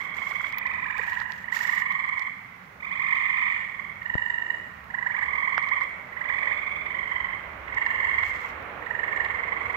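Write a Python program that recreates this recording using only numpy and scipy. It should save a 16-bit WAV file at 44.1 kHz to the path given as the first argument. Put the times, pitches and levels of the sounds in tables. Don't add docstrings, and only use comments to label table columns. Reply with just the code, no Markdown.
import sys
import numpy as np
from scipy import signal
from scipy.fft import rfft, irfft
from scipy.io import wavfile
from scipy.ndimage import uniform_filter1d

SR = 44100
rng = np.random.default_rng(int(sys.argv[2]) if len(sys.argv) > 2 else 0)


def wav_record(signal):
    frames = np.transpose(np.atleast_2d(signal))
    bounded = np.clip(frames, -1, 1)
    quanta = np.round(bounded * 32767).astype(np.int16)
    wavfile.write(sys.argv[1], SR, quanta)


def volts_from_decibels(level):
    exponent = np.asarray(level, float) / 20
    return 10 ** exponent


N = 430416

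# first_pulse_s, last_pulse_s, pulse_count, second_partial_hz, level_db
RIGHT_BIG = [
    (1.442, 1.821, 10, 1919, -13),
    (8.825, 9.247, 11, 1880, -15.5),
]
RIGHT_SMALL = [
    (0.023, 0.463, 10, 2143, -24.5),
    (0.499, 1.012, 13, 2372, -26.5),
    (0.819, 1.304, 12, 1887, -19.5),
    (3.546, 3.898, 8, 2154, -25.5),
    (9.269, 9.752, 12, 2108, -27.5),
]
AHEAD_BIG = [
    (4.907, 5.229, 9, 1940, -16),
    (6.129, 6.518, 10, 2008, -16.5),
]
STUMP_BIG = [
    (3.007, 3.608, 15, 1889, -21),
    (4.02, 4.544, 14, 1896, -15.5),
    (7.7, 8.195, 13, 1874, -16),
    (7.79, 8.28, 13, 1870, -29),
]
AHEAD_SMALL = [
    (2.83, 3.514, 17, 2101, -15.5),
    (5.323, 5.782, 11, 2073, -23),
    (6.237, 6.722, 12, 2176, -21.5),
    (7.682, 8.232, 13, 2118, -15.5),
]
POND_NEAR = [
    (1.633, 2.219, 14, 2151, -20),
    (5.073, 5.826, 17, 2214, -20.5),
    (5.19, 5.818, 14, 2117, -16.5),
    (6.726, 7.348, 14, 2142, -26.5),
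    (8.951, 9.746, 19, 2139, -20),
]
POND_FAR = [
    (0.404, 0.83, 11, 2028, -21),
    (0.65, 1.122, 12, 1940, -24),
    (1.456, 2.27, 19, 2199, -22.5),
    (1.734, 2.274, 13, 2033, -22.5),
    (2.806, 3.545, 18, 2360, -20.5),
    (3.991, 4.563, 15, 1824, -33),
    (8.202, 8.499, 7, 2137, -27),
]
REEDS = [
    (0.009, 0.445, 11, 2186, -21.5),
    (2.835, 3.577, 17, 2263, -24),
    (6.194, 6.859, 15, 2302, -22),
    (6.822, 7.333, 13, 2079, -19.5),
]
# left_minus_right_db, fundamental_db, third_partial_db, reverb_share_db, build_up_s
FROG_VOICES = [
    (-28.5, -19, -24, -9, 0.12),
    (-32, -12, -24, -7, 0.037),
    (-13.5, -15, -27, -12.5, 0.055),
    (-10, -20, -19.5, -8.5, 0.085),
    (-11.5, -14.5, -26.5, -6, 0.18),
    (-12.5, -10, -26, -10.5, .1),
    (-8.5, -12, -25, -9.5, 0.23),
    (-13.5, -13, -19.5, -9, 0.083),
]
# upward_glide_percent_per_ms, sac_sharpness
PULSE_SHAPES = [(1.2, 4.9), (1.3, 2.2), (1.45, 2.4), (.85, 6), (1.15, 2.1), (1.2, 1.84), (1.3, 2.5),
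                (1.1, 1.9)]
UPPER_PARTIALS_DB = [-28, -35.5, -40, -43, -42]
RISE_MS, FALL_MS = 14.0, 7.0
LEVEL_OFF_MS = 15.95
PULSE_SCATTER_DB, UPPER_ROUGHNESS, FIRST_PULSE_DB = 2, 0.55, -11
PORT_HZ, PORT_WIDTH_HZ = 7290, 640
LEFT_LAG_S = 0.00023
WOOD_T60_S, WOOD_TREBLE_T60_S = 0.9, 1

# start_s, body_peak_db, treble_above_body_db
STEM_TICKS = [(0.1477, -42, -12), (0.2124, -51.5, -7), (0.276, -48, -25), (0.2942, -40, -20.5),
              (0.4438, -50, -20), (0.5246, -33.5, -19), (0.5846, -33.5, -12), (0.6672, -40.5, -17.5),
              (0.7355, -44.5, -20), (1.1075, -55, -8), (1.1328, -35, -18), (1.1533, -59, -11.5),
              (1.1862, -51, -18), (1.202, -37, -24), (1.216, -45, -17), (1.3212, -36, -30),
              (1.3796, -44, -15.5), (1.5663, -76, -13), (1.923, -38, -13), (2.195, -38, -21),
              (2.2228, -41, -26), (5.6276, -45, -27), (5.689, -41, -24), (5.8092, -44, -11),
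              (5.834, -38.5, -26), (7.747, -41, -27), (7.864, -41, -31), (8.2342, -50, -11),
              (8.2616, -51, -6), (9.2484, -44, -5)]
# centre_s, peak_db, pitch_hz, ring_ms, left_minus_right_db
TWIG_SNAPS = [(5.5803, -3, 1450, .45, -12), (1.2165, -20, 1400, .8, -8), (.409, -23, 1400, 1., -8),
              (.446, -23, 1450, 1., -8), (5.812, -24, 1200, .7, -8), (8.236, -20, 1500, .6, -8),
              (.5832, -22, 15000, .5, -14), (.5855, -26, 15400, 1.4, -14), (5.5801, -17, 2800, .4, -12),
              (5.58, -30, 5000, .4, -10), (.33, -25, 1350, 1., -8), (.237, -26, 1200, .8, -8),
              (.312, -27, 900, 1., -6), (.222, -28, 900, 1., -6), (.19, -28, 1100, .6, -8),
              (.16, -29, 1600, .6, -8), (1.2017, -25, 1200, .6, -8), (1.154, -29, 2700, .5, -8),
              (1.1326, -30, 2700, .5, -8), (1.0, -33, 480, 4., -5), (8.2355, -23, 2800, .3, -8),
              (7.682, -33, 2900, .5, -8), (9.2507, -28, 3200, .25, -6), (9.2868, -32, 3000, .3, -6)]
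# start_s, peak_db
FINGER_TAPS = [
    (4.1524, -19),
    (4.1539, -8.5),
]
TICK_PAN_DB, STRAY_TICKS_PER_S, STRAY_TICK_DB = -15, 2.1, -55.5
# start_s, length_s, level_db
BRUSHES = [(0, .06, -71), (0.166, 0.12, -69), (0.285, 0.21, -71.5), (0.978, 0.065, -71), (1.067, 0.16, -71),
           (1.29, 0.14, -75), (1.531, 0.11, -57), (1.674, 0.084, -62), (1.787, 0.02, -64),
           (8.249, 0.05, -69), (8.342, 0.028, -70), (8.405, 0.1, -72.5), (9.62, 0.12, -81.5)]
BRUSH_ATTACK_S, BRUSH_RELEASE_S = 0.016, 0.019
# freq_hz, level_db_per_hz
LEAF_COLOUR = [(400, -14), (1000, 12), (1500, 16.5), (4000, 2), (7500, 2.5), (9500, -20.5), (12000, -7),
               (15500, 1.5)]
# freq_hz, level_db_per_hz
TWIG_COLOUR = [(250, -16), (500, -7), (1200, -7), (2500, 5), (5500, -20)]
CRACKLE_PER_S, CRACKLE_DB = 110, -50.5

# time_s, level_db
APPROACH = [
    (0, 1),
    (1.6, -2.5),
    (2.7, -4),
    (4.9, -1),
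    (6, 1.5),
    (7.5, 4.5),
    (8.8, 6),
    (9.76, 8.5),
]
# freq_hz, level_db_per_hz
RUMBLE_COLOUR = [(18, -21), (30, -14.5), (45, -9.5), (64, 0), (90, -2), (130, -6.5), (200, -32.5)]
# freq_hz, level_db_per_hz
DRONE_COLOUR = [(120, -37), (200, -5), (330, -0.5), (480, 2), (620, 3.5), (900, -1), (1200, -35)]
# freq_hz, level_db_per_hz
ROAR_COLOUR = [(500, -27), (800, -4.5), (1100, 0.5), (1500, -2), (2200, -4), (3000, -19), (4500, -36.5)]
# level_at_middle_distance_db, gain_per_approach_db
RUMBLE_LEVEL = (-56.5, 0.95)
DRONE_LEVEL = (-56, 1.3)
TYRES_LEVEL = (-48, 1.05)
# time_s, pitch_hz, level_db
MURMUR = [
    (0, 616.4, -79.5),
    (5.6, 620, -75),
    (6.3, 593, -55),
    (7.6, 552.5, -69),
    (8.6, 485, -59),
    (9.76, 461.3, -50),
]
MURMUR_WIDTH_HZ = 60
CRICKET_HZ, CRICKET_WIDTH_HZ, CRICKET_PER_S, CRICKET_DB = 10900, 220, 2.9, -85.5
# freq_hz, level_db_per_hz
HUM_COLOUR = [(90, -6), (130, -5.5), (190, 0), (230, -5.5), (300, -15.5)]
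HUM_DB, HUM_FADE_DB_PER_S = -55.5, -0.32
# freq_hz, level_db_per_hz
HISS_COLOUR = [(1650, -34), (2800, -0.5), (4200, -4), (6620, -6.5), (8670, -14), (10900, -9.5), (15000, -7),
               (16000, -5.5)]
HISS_DB = -69
# freq_hz, left_minus_right_db
PORT_TILT = [(200, -3.5), (500, -6), (1000, -5.5), (4000, -11), (8000, -3), (12000, 0.5)]
# freq_hz, correlation_0_to_1
LIKENESS = [(60, 0.98), (130, 0.9), (290, 0.7), (640, 0.5), (1400, 0)]
TOP_HZ = 15700


def add(track, sound, s):
    i = int(s * SR)
    cut = max(-i, 0)
    n = min(sound.shape[-1] - cut, N - i - cut)
    track[..., i + cut:i + cut + n] += sound[..., cut:cut + n]


def table(points, hz):
    f, v = np.transpose(points)
    return np.interp(np.log(hz + 1), np.log(f), v)


def noise(spectrum):
    hz = np.arange(N // 2 + 1) * SR / N
    a, b = rfft(rng.standard_normal((2, N)))
    alike = np.clip(table(LIKENESS, hz), 0, 1)
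    mid = np.sqrt(1 + alike) * a
    side = np.sqrt(1 - alike) * b
    tilt = volts_from_decibels(table(PORT_TILT, hz) / 2)
    inside = (hz > spectrum[0][0]) & (hz < spectrum[-1][0])
    ports = np.array([(mid + side) * tilt, (mid - side) / tilt])
    x = irfft(inside * volts_from_decibels(table(spectrum, hz)) * ports, N)
    return x / np.std(x.mean(axis=0))


def walk(rate):
    k = int(SR / rate)
    held = np.repeat(rng.standard_normal(N // k + 1), k)
    w = uniform_filter1d(uniform_filter1d(held, k), k)[:N]
    return w / np.std(w)


def swell(ms):
    return np.cos(np.pi / 2 * np.clip(ms / np.where(ms < 0, RISE_MS, FALL_MS), -1, 1))


def pulse(hz, partials_db, glide, sharp):
    ms = np.arange(1500) / SR * 1000 - 20
    pitch = 1 + glide / 100 * LEVEL_OFF_MS * (1 - np.exp(-ms / LEVEL_OFF_MS))
    phase = np.pi * hz * np.cumsum(pitch) / SR
    shapes = [swell(0.62 * ms - 3.5) ** 1.69,
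              swell(ms) ** (0.91 * sharp),
              swell(ms - 1.2) ** (1.3 * sharp)]
    rough = 7.1 * uniform_filter1d(rng.standard_normal(len(ms)), size=70)
    rasp = 1 - UPPER_ROUGHNESS + UPPER_ROUGHNESS * rough
    for k in range(4, len(partials_db) + 1):
        sweep_hz = k * hz / 2 * pitch
        port_lift = np.exp(-((sweep_hz - PORT_HZ) / PORT_WIDTH_HZ) ** 2)
        shapes.append(rasp * swell(ms) ** 2.0 * (0.34 + port_lift))
    return sum(volts_from_decibels(db) * shapes[k] * np.sin((k + 1) * phase + k) for k, db in enumerate(partials_db))


def trunks(echo_db, spread_ms):
    path = np.zeros((2, 2048))
    path[0, int(round(LEFT_LAG_S * SR))] = 1
    path[1, 0] = 1
    when, size = rng.random((2, 2, 6))
    for side in range(2):
        at = np.clip(40 + when[side] * spread_ms * SR / 1000, 0, 2047).astype(int)
        np.add.at(path[side], at, volts_from_decibels(echo_db) * (2 * size[side] - 1))
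    return path


def wood(x):
    t = np.arange(int(1.6 * SR)) / SR
    low, high = rng.standard_normal((2, 2, len(t)))
    low = signal.lfilter(*signal.butter(2, 2600, fs=SR), low) * volts_from_decibels(-60 * t / WOOD_T60_S)
    high = signal.lfilter(*signal.butter(2, 2600, "high", fs=SR), high) * volts_from_decibels(-60 * t / WOOD_TREBLE_T60_S)
    tail = signal.lfilter(*signal.butter(1, 1500, "high", fs=SR), low + high)
    tail *= 1 - np.exp(-t / 0.025)
    tail /= np.sqrt(np.sum(low[1] ** 2))
    return signal.fftconvolve(x[None], tail, axes=1)[:, :N] * volts_from_decibels([[-8.0], [0]])


def frogs():
    near, far = np.zeros((2, N)), np.zeros(N)
    perches = (RIGHT_BIG, RIGHT_SMALL, AHEAD_BIG, STUMP_BIG, AHEAD_SMALL, POND_NEAR, POND_FAR, REEDS)
    for trills, voice, shape in zip(perches, FROG_VOICES, PULSE_SHAPES):
        pan_db, low_db, third_db, wet_db, swell_s = voice
        partials_db = [low_db, 0, third_db, *UPPER_PARTIALS_DB]
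        for first, last, count, hz, db in trills:
            chance = rng.standard_normal((30, 3))
            train = np.zeros((1, SR))
            path = trunks(echo_db=-13, spread_ms=30) * volts_from_decibels([[pan_db], [0]])
            for k, s in enumerate(np.linspace(first, last, int(round(count)))):
                still_weak = max(1 - (s - first) / max(swell_s, 0.01), 0) ** 1.5
                swell_db = FIRST_PULSE_DB * still_weak * (first > 0.05)
                chirp = pulse(hz * (1 + 0.0079 * chance[k, 0]), partials_db, *shape)
                level_db = db + swell_db + PULSE_SCATTER_DB * chance[k, 1]
                at = s - first + 0.05 - 0.0178 + 0.0004 * chance[k, 2]
                add(train, chirp[None] * volts_from_decibels(level_db), at)
            add(near, signal.fftconvolve(train, path, axes=1), first - 0.05)
            add(far, train[0] * volts_from_decibels(wet_db), first - 0.05)
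    return near + wood(far)


def distant_chorus(db, per_second):
    x = np.zeros(N)
    for s, pitch in rng.random((int(per_second * N / SR), 2)):
        add(x, pulse(1850 + 420 * pitch, [-8, 0, -26], glide=0.52, sharp=0.99), s * N / SR)
    return wood(x * volts_from_decibels(db))


def stem_ticks():
    out, t = np.zeros((2, N)), np.arange(1300) / SR
    when, size = rng.random((40, 2))[:int(STRAY_TICKS_PER_S * N / SR)].T
    strays = np.transpose([when * N / SR, STRAY_TICK_DB + 5.4 * size, -6.5 + 0 * size])
    pan_db = np.array([[TICK_PAN_DB], [-TICK_PAN_DB]]) / 2
    for s, db, treble_db in [*STEM_TICKS, *strays]:
        crack = rng.standard_normal((2, 2, len(t))) * (np.exp(-t / 0.00013) + 0.1 * np.exp(-t / 0.003))
        high = signal.lfilter(*signal.butter(2, [11500, 15800], "band", fs=SR), crack[0])
        body = signal.lfilter(*signal.butter(3, [700, 4600], "band", fs=SR), crack[1])
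        treble = volts_from_decibels(treble_db + np.array([[4.5], [9.5]])) * high
        add(out, (treble + volts_from_decibels(13.5) * body) * volts_from_decibels(db + pan_db), s)
    return out


def twig_snaps():
    out, t = np.zeros((2, N)), np.arange(1300) / SR
    for s, db, hz, ring_ms, pan_db in TWIG_SNAPS:
        peak_s = ring_ms / 500
        ring = np.sin(2 * np.pi * hz * (t - peak_s)) * np.exp(-(1000 * t / ring_ms - 2) ** 2)
        add(out, ring * volts_from_decibels([[db + pan_db], [db]]), s - peak_s)
    return out


def finger_taps():
    out, t = np.zeros((2, N)), np.arange(1300) / SR
    push = np.exp(-t / 0.0023) - 0.94 * t / 0.0022 * np.exp(-(t / 0.0026) ** 1.17)
    push *= 1 - np.exp(-(t / 0.0002) ** 2)
    for s, db in FINGER_TAPS:
        add(out, push * volts_from_decibels([[db], [db - 29]]), s)
    return out


def leaves():
    t, stroke = np.arange(N) / SR, np.zeros(N)
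    for s, length, db in BRUSHES:
        attack = np.clip((t - s) / BRUSH_ATTACK_S + 1, 0, 1)
        release = np.exp(-np.maximum(t - s - length, 0) / BRUSH_RELEASE_S)
        stroke += volts_from_decibels(db + 16.0) * attack * release
    grains = (rng.random(N) < 400 / SR) * volts_from_decibels(3.55 * rng.exponential(size=N))
    grains = 1.3 + signal.lfilter([1], [1, -np.exp(-1 / (0.00069 * SR))], grains)
    grains /= np.sqrt(np.mean(grains ** 2))
    snaps = (rng.random(N) < CRACKLE_PER_S / SR) * volts_from_decibels(np.minimum(3.0 * rng.exponential(size=N), 9.5))
    snaps = signal.lfilter([1], [1, -np.exp(-1 / (0.0013 * SR))], snaps)
    crackle = noise(TWIG_COLOUR) * snaps * volts_from_decibels(CRACKLE_DB) * np.minimum(stroke / volts_from_decibels(-54.5), 1)
    return crackle + noise(LEAF_COLOUR) * grains * stroke * volts_from_decibels(0.91 * walk(30))


def vehicle():
    nearer_db = np.interp(np.arange(N) / SR, *np.transpose(APPROACH))
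    out = np.zeros((2, N))
    layers = ((RUMBLE_COLOUR, RUMBLE_LEVEL, 1.7), (DRONE_COLOUR, DRONE_LEVEL, 1.7), (ROAR_COLOUR, TYRES_LEVEL, 0.7))
    for colour, (db, slope), flicker_db in layers:
        out += noise(colour) * volts_from_decibels(db + slope * nearer_db + flicker_db * walk(6))
    return out


def murmur():
    t, (s, hz, db) = np.arange(N) / SR, np.transpose(MURMUR)
    phase = 2 * np.pi * np.cumsum(np.interp(t, s, hz)) / SR
    band = walk(MURMUR_WIDTH_HZ) * np.cos(phase) + walk(MURMUR_WIDTH_HZ) * np.sin(phase)
    return volts_from_decibels(np.interp(t, s, db)) * band * volts_from_decibels([[-3], [3]])


def cricket():
    t = np.arange(N) / SR
    bursts = np.clip(np.sin(2 * np.pi * CRICKET_PER_S * t + 1.5 * walk(0.8)), 0, 1)
    bursts *= volts_from_decibels(CRICKET_DB + 3.5 * walk(1.5))
    return bursts * walk(CRICKET_WIDTH_HZ) * np.sin(2 * np.pi * CRICKET_HZ * t) * volts_from_decibels([[-3], [3]])


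def hum():
    t = np.arange(N) / SR
    return noise(HUM_COLOUR) * volts_from_decibels(HUM_DB + HUM_FADE_DB_PER_S * t + 0.95 * walk(8))


def hiss():
    return volts_from_decibels(HISS_DB) * noise(HISS_COLOUR)


def scene():
    calls = frogs() + distant_chorus(db=-53, per_second=56)
    touches = stem_ticks() + twig_snaps() + finger_taps() + leaves()
    return calls + touches + vehicle() + murmur() + cricket() + hum() + hiss()


def band_limit(x):
    return signal.sosfilt(signal.butter(12, 16850, fs=SR, output="sos"), x)


def record(dry):
    low_pass = signal.ellip(10, 0.2, 60, TOP_HZ, fs=SR, output="sos")
    mix = signal.sosfilt(low_pass, dry)
    return band_limit(mix)


dry = scene()
out = record(dry)
wav_record(out)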